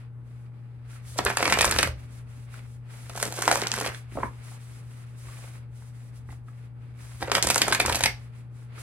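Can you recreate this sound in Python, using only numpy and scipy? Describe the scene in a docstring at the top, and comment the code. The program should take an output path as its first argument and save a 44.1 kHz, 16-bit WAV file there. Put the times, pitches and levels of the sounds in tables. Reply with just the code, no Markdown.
"""A deck of large cards on a table: fingers rustle over it, then a first riffle shuffle, a bridge cascade,
knocks as the deck is squared up, more handling, and a second riffle.
Each clear card ticks at its edge, slaps the pile and pops the air pocket below, all from shaped noise and
short swings; bent pulses make the sharpest cracks, and many small puffs of noise make the flaps between.
Throughout, a small furnished room with a mains hum is heard by two microphone ports close together."""
import sys
import numpy as np
from scipy import signal
from scipy.fft import rfft, irfft, next_fast_len
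from scipy.io import wavfile
from scipy.ndimage import uniform_filter1d

SR = 44100
rng = np.random.default_rng(int(sys.argv[2]) if len(sys.argv) > 2 else 0)


def wav_record(signal):
    """Record a signal, one row per channel, as 16-bit PCM in the file named by sys.argv[1]."""
    frames = np.transpose(np.atleast_2d(signal))
    bounded = np.clip(frames, -1, 1)
    # unit amplitude maps onto the largest positive 16-bit level
    quanta = np.round(bounded * 32767).astype(np.int16)
    wavfile.write(sys.argv[1], SR, quanta)


N = 388962   # length [samples]

# the clear cards: (time [s], edge tick level [dB], slap level [dB], air pop level [dB], pop pitch [Hz])
CARD_FALLS = [(1.1876, -23, -12.5, -15, 800), (1.251, -20.5, -32, -28, 596), (1.2584, -45, -18, -14, 445),
              (1.263, -41.5, -10, -11, 1040), (1.2678, -32, -13, -33, 1200), (1.2819, -51, -20, -20, 850),
              (1.3004, -26, -35, -17, 940), (1.312, -36, -31, -21.5, 810), (1.37, -16, -10, -22, 900),
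              (1.393, -41, -23, -20, 900), (1.4047, -42, -20, -17.5, 624), (1.4265, -16, -10, -20.5, 1090),
              (1.4539, -18, -7.5, -15, 1190), (1.4755, -23.5, -13.5, -39, 1270),
              (1.498, -18.5, -11, -24, 800), (1.51, -38.5, -23, -19, 565), (1.5238, -13, -6, -14.5, 830),
              (1.537, -19.5, -11.5, -27.5, 307), (1.5725, -34, -18, -21, 720),
              (1.5878, -14.5, -6.5, -17, 476), (1.609, -8, -1.5, -15.5, 580),
              (1.625, -38.5, -9.5, -18, 766), (1.6445, -13, -9, -16, 965), (1.652, -8.5, -28, -37, 800),
              (1.6765, -31.5, -10, -18, 570), (1.7113, -9, -16, -36, 1040), (1.7223, -38.5, -9, -14, 900),
              (1.762, -26, -13.5, -38, 1170), (1.785, -13.5, -19, -30, 790), (1.788, -11, -6.5, -14, 574),
              (1.8145, -47, -25, -39, 770), (1.829, -11, -4, -23, 990), (1.8729, -24, -22, -21.5, 580),
              (3.0955, -31, -31, -31, 615), (3.1617, -26, -48, -53, 1230), (3.175, -29, -33, -25, 715),
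              (3.2, -23, -45, -26, 1240), (3.2274, -18, -30, -16, 574), (3.2624, -40, -28.5, -27, 1000),
              (3.276, -24.5, -35, -54, 447), (3.324, -22, -49, -27, 720), (3.34, -27.5, -51, -32, 700),
              (3.375, -31, -30, -30, 596), (3.3903, -21.5, -49, -40, 700), (3.42, -15.5, -48, -33, 1070),
              (3.4539, -21, -22, -26, 380), (3.478, -15, -32, -9.5, 940), (3.5138, -13.5, -8, -4.5, 746),
              (3.5256, -15.5, -20, -16, 573), (3.5561, -22, -18, -17.5, 540), (3.5726, -23, -21, -21, 596),
              (3.599, -29, -37, -30, 900), (3.619, -26, -30, -34, 900), (3.6345, -37, -19, -26, 1970),
              (3.672, -23.5, -25, -36, 1245), (3.716, -25, -20.5, -48, 900), (3.682, -28.5, -40, -42, 900),
              (3.738, -19.5, -21, -23, 960), (3.785, -23, -17, -23.5, 507), (3.8004, -20.5, -37, -42, 800),
              (3.81, -23, -40, -30, 1270), (3.8492, -40.5, -35, -28, 900), (3.861, -27, -15, -30, 640),
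              (3.872, -40, -19, -36, 700), (3.946, -52, -40, -27, 1700), (7.225, -39.5, -17, -19.5, 763),
              (7.2748, -42.5, -34, -28, 790), (7.28, -51, -40, -20, 533), (7.2969, -51, -23.5, -24, 610),
              (7.3181, -16, -16, -18.5, 420), (7.348, -31.5, -20.5, -19.5, 900),
              (7.3508, -11.5, -5, -28.5, 410), (7.369, -36, -25.5, -12, 600),
              (7.3795, -19, -21.5, -34.5, 597), (7.4271, -8.5, -14, -37, 1300),
              (7.4425, -22.5, -27, -28.5, 397), (7.4694, -13.5, -19, -19, 636),
              (7.4885, -15.5, -17, -45, 558), (7.501, -6.5, -6.5, -15.5, 690), (7.507, -9.5, -17, -31, 900),
              (7.5445, -13.5, -19.5, -25, 1110), (7.5581, -14.5, -25, -21.5, 1130),
              (7.579, -9.5, -21, -20.5, 696), (7.612, -31, -18.5, -23, 900), (7.6167, -8, -5, -24.5, 770),
              (7.623, -17, -15, -34, 900), (7.676, -45, -22, -21, 597), (7.681, -17, -20, -15, 720),
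              (7.7131, -37.5, -17.5, -25.5, 308), (7.7235, -17, 0.5, -15.5, 1120),
              (7.7295, -10.5, -21, -31.5, 815), (7.748, -11.5, -9.5, -18.5, 900),
              (7.7754, -40, -43, -58, 800), (7.7977, -16, -13.5, -26.5, 900),
              (7.8006, -12.5, -1.5, -9, 643), (7.813, -18, -37, -43.5, 567),
              (7.85, -40.5, -29.5, -18.5, 765), (7.86, -14, -10.5, -30.5, 1010),
              (7.8802, -31, -25, -17, 520), (7.893, -23.5, -14.5, -30.5, 930),
              (7.896, -17, -9.5, -20.5, 900), (7.924, -17.5, -10.5, -21, 654),
              (7.9455, -17.5, -13.5, -20, 675), (7.949, -19, -17, -26, 900), (7.9555, -10, -32, -43, 700),
              (8.007, -17, -13, -12.5, 736), (8.0275, -20.5, -20.5, -41.5, 700), (8.0369, -6, -8, -41, 880),
              (8.0581, -9.5, -4, -15, 860)]
# tone colour of card edges: (frequency [Hz], level [dB])
EDGE_COLOUR = [(2060, -9), (3500, -5), (5860, -1), (8890, -4), (10100, -7), (11700, -8), (14100, -9.5),
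               (15600, -16.5), (16200, -25.5), (17000, -51)]


def from_db(db):
    """Turn decibels into gain."""
    return 10 ** (np.asarray(db) / 20)


def rms_one(x):
    """Scale to an rms (average strength) of 1."""
    return x / np.sqrt(np.mean(x ** 2) + 1e-20)


def in_time(stretches):
    """Turn the level columns of several stretches into curves, silent between them."""
    rows = []
    for stretch in stretches:
        first, last = stretch[0], stretch[-1]
        silence = [-110] * len(first[1:])
        rows += [(first[0] - .03, *silence), *stretch, (last[0] + .03, *silence)]
    s, *columns = np.transpose(rows)
    return [np.interp(np.arange(N) / SR, s, column) for column in columns]


def at_hz(points, hz):
    """Read a table between its points on a log-frequency axis."""
    points = np.array(points)
    return np.interp(np.log(hz + 1), np.log(points[:, 0] + 1), points[:, 1])


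def coloured(x, spectrum):
    """Give a sound the tone colour of a table; the minimum-phase filter has unit power and no pre-echo."""
    log_gain = np.log(from_db(at_hz(spectrum, np.linspace(0, SR / 2, 1025))))
    cepstrum = irfft(log_gain)
    # folding the cepstrum forward puts the energy as early as possible
    cepstrum[1:1024] *= 2
    cepstrum[1025:] = 0
    pulse = irfft(np.exp(rfft(cepstrum)))
    pulse = pulse / np.linalg.norm(pulse)
    return signal.oaconvolve(x, pulse[None], axes=-1)[:, :N]


def resonance(x, hz, width_hz):
    """Let a sound ring at one pitch: a two-pole peak with gain 1 on top."""
    r = np.exp(-np.pi * width_hz / SR)
    top = (1 - r * r) / 2
    return signal.lfilter([top, 0, -top], [1, -2 * r * np.cos(2 * np.pi * hz / SR), r * r], x + 1e-18)


def drift(rate):
    """Wander slowly and randomly around 0 with a spread of 1, faster for a higher rate."""
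    r = np.exp(-80 * np.pi * rate / SR)   # computed at every 40th sample
    slow = signal.lfilter([1], [1, -2 * r, r * r], rng.standard_normal(N // 40 + 2002))[2000:]
    return np.interp(np.arange(N) / 40, np.arange(len(slow)), rms_one(slow))


def noise(alike):
    """Make two channels of white noise that share a part: 0 is none, 1 is all."""
    mid, side = rng.standard_normal((2, N))
    alike = np.clip(alike, 0, 1)
    return np.sqrt((1 + alike) / 2) * mid + np.sqrt((1 - alike) / 2) * side * [[1], [-1]]


def burst(envelope):
    """Make uneven, spiky noise of many small contacts, with the energy of its envelope."""
    spikes = from_db(5.3 * rng.standard_normal(len(envelope)))
    grit = envelope * rng.standard_normal(len(envelope)) * spikes
    return grit * np.linalg.norm(envelope) / np.linalg.norm(grit)


def grains(per_s, spread_db, ms, alike):
    """Scatter random contacts over the deck, each a short puff of noise that dies away; rms 1."""
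    sizes = from_db(spread_db * np.minimum(rng.exponential(1, N), 4))
    contacts = sizes * (rng.random(N) < per_s / SR)
    r = np.exp(-1000 / (ms * SR))
    return rms_one(signal.lfilter([1], [1, -r], contacts) * noise(alike))


def strokes_db(rows, rise, fall):
    """Follow the loudest stroke (start [s], length [s], level [dB]); rise and fall are in dB per second."""
    t = np.arange(0, N + 64, 64) / SR
    strokes = []
    for s, length, db in rows:
        before, after = np.maximum(s - t, 0), np.maximum(t - s - length, 0)
        strokes.append(db - rise * before - fall * after)
    level_db = np.maximum(np.max(strokes, axis=0), -110)
    return np.interp(np.arange(N) / SR, t, level_db)


def room_air():
    """The air of the room: steady noise, strongest in the bass, whose level wavers a little."""
    # tone colour of the room's air: (frequency [Hz], level [dB])
    air_colour = [(76, -24), (130, -10.5), (149, -12.5), (178, -16.5), (243, -19.5), (339, -23), (446, -27),
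                  (728, -33.5), (1390, -34.5), (5260, -63.5), (9650, -56), (12400, -60), (14000, -88.5)]
    return from_db(-56 + 1.0 * drift(7.3)) * coloured(noise(0.33), air_colour)


def hum():
    """Twice and four times the mains frequency and some faint tones above, all wavering a little."""
    # steady tones of the hum: (frequency [Hz], level [dB])
    hum_tones = [(120, -41.5), (240, -66.5), (451, -74.5), (580, -77), (797, -79.5), (845, -78)]
    t = np.arange(N) / SR
    total = 0
    for hz, db in hum_tones:
        level = from_db(db + 0.41 * drift(11.0)) * np.sqrt(2)   # rms to peak
        wobble = 0.13 * np.sqrt(hz / 120) * drift(0.83)
        total = total + level * np.sin(2 * np.pi * hz * t + wobble)
    return total * from_db([[1.5], [-1.5]])   # stronger on the left


def table_top():
    """Low noise rings in the bending mode of the table top as the deck or a forearm pushes it."""
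    # pushes on the table top: (time [s], level [dB])
    pushes = [(1.27, -39), (1.54, -38.5), (1.68, -36), (1.8, -32), (1.88, -30.5), (2.27, -52), (2.39, -49),
              (2.81, -57.5), (3.21, -54), (3.56, -55), (3.89, -51), (4.238, -45), (5.32, -55.5),
              (6.31, -47), (7.249, -47), (7.51, -40), (7.7, -42), (7.91, -34), (8.1, -41), (8.81, -62)]
    rise_db_per_s, fall_db_per_s = 96.5, 168.5
    rest_db, wander_db = -56.5, 1   # it never quite rests
    pushed_db = strokes_db([(s, 0, db) for s, db in pushes], rise_db_per_s, fall_db_per_s)
    resting_db = rest_db + wander_db * drift(1.1)
    shake = resonance(noise(1.0), 64, 34)
    shake = resonance(resonance(shake, 70, 50), 50, 89)
    return (from_db(pushed_db) + from_db(resting_db)) * rms_one(shake)


def room(x):
    """Echo a sound with a noise tail that dies band by band; the sides are most alike in the bass."""
    # how the room answers: (frequency [Hz], time to fall by 60 dB [s], level [dB])
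    echo_bands = [(200, 0.16, 5.5), (440, 0.22, -2.5), (900, 0.23, -5.5), (2100, 0.2, 2), (5300, 0.26, -9),
                  (11900, 0.14, -2.5)]
    hz, t60, db = np.transpose(echo_bands)
    t = np.arange(SR // 2) / SR
    tail = 0
    for low in 100 * 2. ** np.arange(8):   # octave bands
        band = signal.butter(2, [low, min(2 * low, .45 * SR)], "band", fs=SR, output="sos")
        shared, own = rng.standard_normal(len(t)), rng.standard_normal((2, len(t)))
        middle = 1.4 * low
        fade_db = at_hz(np.c_[hz, db], middle) - 60 * t / at_hz(np.c_[hz, t60], middle)
        tail = tail + signal.sosfilt(band, np.sqrt(300 / low) * shared + own) * from_db(fade_db)
    tail = tail * (1 - np.exp(-t / 0.00095))   # soft start
    tail = tail / np.linalg.norm(tail[0])
    return signal.oaconvolve(x * np.ones((2, 1)), tail, axes=1)[:, :N]


def reflections(deck):
    """Each spot on the table has its own path to the walls; the sound comes from spots in random turn."""
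    places, place_s = 3, 0.04   # number of spots, length of a turn [s]
    turns = rng.integers(0, places, int(N / SR / place_s) + 1)
    spot = turns[(np.arange(N) / SR / place_s).astype(int)]
    total = 0
    for k in range(places):
        share = uniform_filter1d(1. * (spot == k), size=64).clip(0)   # short crossfade
        total = total + room(deck * np.sqrt(share))
    return total


def handling():
    """Skin friction as fingers slide over the deck: a fine hiss, and a grainier rub that the deck carries."""
    # slides of the fingers: (start [s], length [s], hiss level [dB], rub level [dB])
    slides = [(0.0, 0.0045, -66.5, -60.5), (0.27, 0.19, -73.5, -67.5), (0.548, 0.32, -82, -69.5),
              (0.913, 0.048, -57, -56), (1.082, 0.066, -50.5, -57), (1.995, 0.055, -63.5, -59),
              (2.119, 0.071, -59.5, -60), (2.3, 0.15, -63.5, -61), (2.533, 0.045, -55.5, -53),
              (2.61, 0.14, -64.5, -67), (2.92, 0.54, -55.5, -54.5), (3.94, 0.044, -52, -51.5),
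              (4.136, 0.13, -55.5, -53.5), (4.307, 0.11, -64, -60), (4.449, 0.097, -54, -54.5),
              (4.608, 0.19, -59, -59.5), (4.83, 0.067, -65.5, -61.5), (4.907, 0.12, -61, -60),
              (5.07, 0.16, -68, -62), (5.188, 0.07, -57, -59.5), (5.268, 0.22, -54, -53.5),
              (5.469, 0.1, -58, -56.5), (5.761, 0.13, -62, -64.5), (5.953, 0.13, -64.5, -63.5),
              (6.163, 0.0099, -60, -61.5), (6.318, 0.012, -57.5, -60.5), (6.483, 0.033, -68.5, -67),
              (6.546, 0.11, -70.5, -64), (6.82, 0.1, -75.5, -65), (7.004, 0.21, -56, -56.5),
              (8.142, 0.12, -66, -60), (8.359, 0.044, -66, -60.5), (8.562, 0.078, -66, -64.5),
              (8.793, 0.092, -50, -49.5)]
    # tone colour of skin hiss: (frequency [Hz], level [dB])
    skin_colour = [(1760, -39.5), (3000, -11), (9720, -8), (12900, -14.5), (13400, -21.5), (13700, -54),
                   (15100, -23.5), (15900, -14), (17000, -61)]
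    # tone colour of the rub carried by the deck: (frequency [Hz], level [dB])
    rub_colour = [(180, -49.5), (300, -12), (575, -7), (900, -8), (1300, -5), (1700, -7), (2200, -6),
                  (2600, -8.5), (3000, -13.5), (5200, -20.5), (8800, -120)]
    # rise and fall [dB per s]; the deck carries the rub longer
    hiss_db = strokes_db([(s, length, db) for s, length, db, _ in slides], 324.5, 291)
    rub_db = strokes_db([(s, length, db) for s, length, _, db in slides], 151, 128.5)
    hiss = from_db(hiss_db + 0.71 * drift(25)) * coloured(noise(0.47), skin_colour)
    scrape = noise(0.093) + 0.45 * grains(140, spread_db=3.0, ms=5.0, alike=0.6)
    rub = from_db(rub_db + 1.3 * drift(18)) * coloured(scrape, rub_colour)
    return hiss + rub


def taps():
    """The deck knocks on the table or in the hands: a few cycles of ringing, papery grit and a low thud."""
    # knocks of the deck: (time [s], level [dB], pitch [Hz], swell time [ms], thud level [dB])
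    knocks = [(0.93, -49, 1470, 1.8, -55), (0.96, -49, 1290, 2.1, -60), (1.159, -42, 585, 2.2, -48),
              (2.379, -51, 332, 2, -54), (2.541, -39, 1480, 0.68, -59), (4.122, -47, 1800, 0.97, -34),
              (4.1537, -40, 620, 4, -26), (4.1695, -35, 1270, 1.1, -27), (4.173, -24, 675, 1.3, -28.5),
              (4.1808, -29, 453, 4.1, -26), (4.187, -32, 1220, 1, -39), (4.199, -39, 1010, 4.5, -36),
              (4.2275, -35, 1230, 1.1, -32), (4.2308, -19.5, 1006, 1.8, -38), (4.241, -34, 900, 2, -27),
              (4.249, -53, 1150, 2.2, -29), (4.261, -43, 1010, 1.9, -43), (4.515, -46, 765, 3.1, -48),
              (4.531, -56, 1200, 3, -55), (4.547, -56, 900, 2.7, -58), (5.285, -46, 1136, 3.1, -63),
              (5.389, -48, 810, 1.5, -58), (5.424, -53, 1135, 4, -60), (5.44, -51, 585, 4.8, -55),
              (5.8218, -47, 900, 1, -44), (6.289, -42.5, 1190, 0.97, -38.5), (6.303, -51, 2040, 2.5, -69),
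              (6.293, -47, 800, 2.2, -47.5), (6.325, -45.5, 802, 1.1, -52), (6.4828, -47.5, 1254, 2.2, -53),
              (8.7772, -44, 1240, 2.5, -47)]
    grit_share, thud_hz = 0.7, 280   # the thud is the hand's weight
    top = 1.75   # dull above this multiple of the pitch
    out, t = np.zeros((1, N + 2000)), np.arange(2000) / SR
    for s, db, hz, ms, thud_db in knocks:
        swell = 1000 * t / ms * np.exp(1 - 1000 * t / ms)
        grit = resonance(resonance(burst(swell), hz, 1.5 * hz), 0.85 * hz, 2 * hz)
        grit *= grit_share * np.linalg.norm(swell) / np.linalg.norm(grit)
        thud = from_db(thud_db) * np.sin(2 * np.pi * thud_hz * t) * np.exp(-t / 0.0022)
        knock = from_db(db) * (swell * np.sin(2 * np.pi * hz * t) + grit) + thud
        dulling = signal.butter(4, top * hz, fs=SR, output="sos")
        start = round(s * SR)
        out[0, start:start + 2000] += signal.sosfilt(dulling, knock)
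    return out[:, :N]


def flutter():
    """Cards brush and flap without a clear slap: dull, bright and papery puffs of noise."""
    # small flaps, one list per riffle or cascade: (time [s], level [dB], level of the papery middle [dB])
    flaps = [
        [(1.165, -53, -54.5), (1.181, -32.5, -44.5), (1.2, -49.5, -46), (1.24, -49.5, -54.5),
         (1.29, -33.5, -37.5), (1.34, -47.5, -53.5), (1.41, -35.5, -41.5), (1.63, -37.5, -38.5),
         (1.81, -31.5, -37), (1.92, -57, -53)],
        [(3.06, -71, -83), (3.16, -47.5, -49.5), (3.25, -34.5, -50), (3.31, -47, -62), (3.41, -39.5, -40.5),
         (3.51, -32, -39.5), (3.64, -42, -40.5), (3.7, -42, -44.5), (3.79, -37.5, -42), (3.88, -37.5, -38.5),
         (3.95, -78, -58)],
        [(7.21, -40.5, -60), (7.31, -55, -51), (7.37, -25, -36), (7.41, -57, -54), (7.44, -37, -45),
         (7.66, -36.5, -41.5), (7.8, -42, -48.5), (8.05, -38, -39), (8.11, -55, -51)],
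    ]
    # tone colour of the dull part: (frequency [Hz], level [dB])
    body_colour = [(90, -31.5), (180, -4.5), (400, -0.5), (800, -1.5), (1500, -7), (2300, -11.5),
                   (3200, -13), (5000, -17.5), (7000, -30.5)]
    # tone colour of the papery middle: (frequency [Hz], level [dB])
    papery_colour = [(600, -24), (1000, -5.5), (1400, 0.5), (1750, -2.5), (2300, -5), (2800, -10.5),
                     (4000, -30)]
    level_db, papery_db = in_time(flaps)
    dull = coloured(grains(220, spread_db=3.0, ms=2.4, alike=0.92), body_colour)
    bright = coloured(grains(300, spread_db=1.5, ms=2.2, alike=.8), EDGE_COLOUR)
    papery = coloured(grains(260, spread_db=3.0, ms=3.0, alike=.55), papery_colour)
    return from_db(level_db) * (dull + from_db(-1.5) * bright) + from_db(papery_db) * papery


def snaps():
    """A bent edge springs free or a face smacks flat: a brief swing sags in pitch under a lopsided bell."""
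    # the sharpest cracks: (time [s], level [dB], pitch [Hz])
    cracks = [(1.1886, -12, 5450), (1.1914, -6.5, 945), (1.2505, -12.5, 10130), (1.2685, -8.5, 1767),
              (1.3026, -10, 1460), (1.372, -12, 8430), (1.3721, -11, 1355), (1.407, -20, 1470),
              (1.4274, -18, 4780), (1.428, -7.5, 1035), (1.4547, -21, 4250), (1.4782, -16, 7400),
              (1.4792, -8.5, 1276), (1.5243, -5.5, 1680), (1.5243, -10.5, 5390), (1.574, -10.5, 950),
              (1.5884, -13.5, 1606), (1.589, -17.5, 7000), (1.6101, -25, 7220), (1.61, -8, 1420),
              (1.6168, -6.5, 8770), (1.6461, -15.5, 8130), (1.6453, -9, 1154), (1.6533, -14, 9100),
              (1.7637, -17.5, 1390), (1.7865, -22.5, 1865), (1.788, -5, 4790), (1.83, -4.5, 1957),
              (1.835, -19, 6740), (3.2276, -10.5, 8670), (3.229, -12, 1350), (3.424, -15, 8700),
              (3.4239, -14.5, 1530), (3.4786, -9.5, 6270), (3.479, -1, 1230), (3.5144, -7, 7470),
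              (3.5138, -7, 1160), (3.527, -23, 7100), (3.5568, -16.5, 7250), (3.558, -11.5, 1195),
              (3.618, -15.5, 5500), (3.671, -12, 5850), (3.7174, -9, 6170), (3.752, -29, 5400),
              (3.7404, -20, 7010), (3.7402, -18.5, 1630), (3.812, -15, 1260), (4.236, -22, 700),
              (7.2262, -18, 1500), (7.3171, -10.5, 5040), (7.3178, -7.5, 1400), (7.3524, -4.5, 4530),
              (7.352, -9, 1600), (7.3825, -10, 1300), (7.426, -5.5, 6800), (7.4723, -9.5, 8650),
              (7.4727, -16.5, 1240), (7.5007, -15, 8000), (7.503, -16.5, 1190), (7.545, -11.5, 7660),
              (7.559, -9, 9160), (7.5614, -6.5, 1310), (7.582, -12.5, 8860), (7.619, -2, 4710),
              (7.6193, -12, 1800), (7.6817, -14.5, 9270), (7.6833, -10, 1036), (7.728, -7.5, 1530),
              (7.8022, -20, 1375), (7.8523, -13, 960), (7.8619, -14, 8040), (7.8622, -20.5, 1460),
              (7.9, -10.5, 1210), (7.957, -19, 9540), (8.0102, -33.5, 920), (8.0385, -6, 3200),
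              (8.0398, -23, 7960), (8.0589, -14, 7020), (8.0584, -21, 1720)]
    half_cycles, half_min_ms = 0.31, 0.31   # half length of a crack, and its least value
    sag_halves, tail = 3.0, 2.2   # pitch falls by e in so many half lengths; fall of the bell against its rise
    spread_us = 7   # largest time shift at each port, opposite on the two sides, from hand to hand
    out = np.zeros((2, N))
    for (s, db, hz), (turn, side) in zip(cracks, rng.uniform(-0.77, 1, (len(cracks), 2))):
        half = max(half_cycles / hz, half_min_ms / 1000)
        shift = side * spread_us / 1e6 * np.array([[1], [-1]])
        t = np.arange(-300, 300) / SR + shift
        bell = np.exp(-(t / (half * np.where(t > 0, tail, 1))) ** 2)
        sag = sag_halves * half
        swing = np.cos(2 * np.pi * hz * sag * (1 - np.exp(-t / sag)) + np.pi * turn)
        swing -= np.sum(bell * swing) / np.sum(bell)   # as much pull as push
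        middle = round(s * SR)
        out[:, middle - 300:middle + 300] += from_db(db) * bell * swing
    return out


def ticks():
    """Each card edge gives a sharp click, then a weaker crackle as the card slides home."""
    rise_s, fall_s, crackle_share, crackle_s = 0.00033, 0.00073, 0.21, 0.009
    out, t = np.zeros((1, N + 2000)), np.arange(2000) / SR
    fall = np.exp(-t / fall_s) + crackle_share * np.exp(-t / crackle_s)
    shape = (1 - np.exp(-t / rise_s)) * fall
    for s, db, *_ in CARD_FALLS:
        start = round(s * SR)
        out[0, start:start + 2000] += from_db(db) * burst(shape)
    return coloured(out, EDGE_COLOUR)


def cards():
    """Each card lands with a rough slap on the pile and a few cycles of the squeezed air pocket."""
    # tone colour of the slap: (frequency [Hz], level [dB])
    slap_colour = [(530, -16.5), (900, -8.5), (1250, -12), (1600, -4), (2420, -2), (2800, -7), (5000, -5),
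                   (6500, -30), (11000, -120)]
    landing_ms, landing_spread_db = 2.3, 2.0   # typical fall time of a slap, and how much it varies
    slap_rise = 1   # rise time as a share of the fall
    ring_middle_hz, ring_width_hz, ring_db, ring_spread = 2420, 100, -6, 0.053   # stiff cards ring briefly
    pop_cycles = 0.54   # how soon the air pocket stops swinging
    slap, pop = np.zeros((2, 1, N + 2000))
    t = np.arange(2000) / SR
    for s, _, db, pop_db, pop_hz in CARD_FALLS:
        start = round(s * SR)
        at = slice(start, start + 2000)
        ms = landing_ms * from_db(landing_spread_db * rng.standard_normal())
        fade = max(ms, .3) / 1000
        swell = np.exp(-t / fade) * (1 - np.exp(-t / (slap_rise * fade)))
        hit = burst(swell)
        ring_hz = ring_middle_hz * np.exp(ring_spread * rng.standard_normal())   # each a little off the others
        slap[0, at] += from_db(db) * (hit + from_db(ring_db) * resonance(hit, ring_hz, ring_width_hz))
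        cycles = pop_hz * t
        swing = np.sin(2 * np.pi * cycles) * (cycles / pop_cycles) ** 2 * np.exp(-cycles / pop_cycles)
        puff = resonance(burst(swell), 0.8 * pop_hz, 1.6 * pop_hz)
        puff = resonance(puff, 1.5 * pop_hz, 2.4 * pop_hz)
        puff *= from_db(1.5) * np.linalg.norm(swell) / np.linalg.norm(puff)
        pop[0, at] += from_db(pop_db) * (1.15 * swing + puff)
    return pop[:, :N] + coloured(slap, slap_colour)


def scene():
    """Add up the deck with its reflections, the fingers, the table, the hum and the air of the room."""
    deck = cards() + ticks() + snaps() + taps() + flutter()
    near = deck + from_db(-7.5) * reflections(deck) + handling()
    near = near * from_db([[-.5], [.5]])   # a little stronger on the right
    return near + table_top() + hum() + room_air()


def record(dry):
    """The two ports shift the phase against each other; peaks are rounded, the top is cut."""
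    # phase between the ports: (frequency [Hz], lead of the left side [radians])
    port_lead = [(0, 0), (1500, -.4), (3000, -1.3), (4800, -2.4), (6900, -2.1), (9100, -.4), (10200, .1),
                 (12700, 2.4), (13800, 3.1), (16000, 3.5)]
    cutoff_hz = 17100
    size = next_fast_len(N + 4096)
    lead = at_hz(port_lead, np.arange(size // 2 + 1) * SR / size)
    turned = rfft(dry, size) * np.exp(.5j * lead * [[1], [-1]])   # half the lead on each side
    ports = irfft(turned, size)[:, :N]
    rounded = .8 * np.tanh(ports / .8)
    return signal.sosfilt(signal.cheby2(12, 70, cutoff_hz, fs=SR, output="sos"), rounded)


dry = scene()
out = record(dry)
wav_record(out)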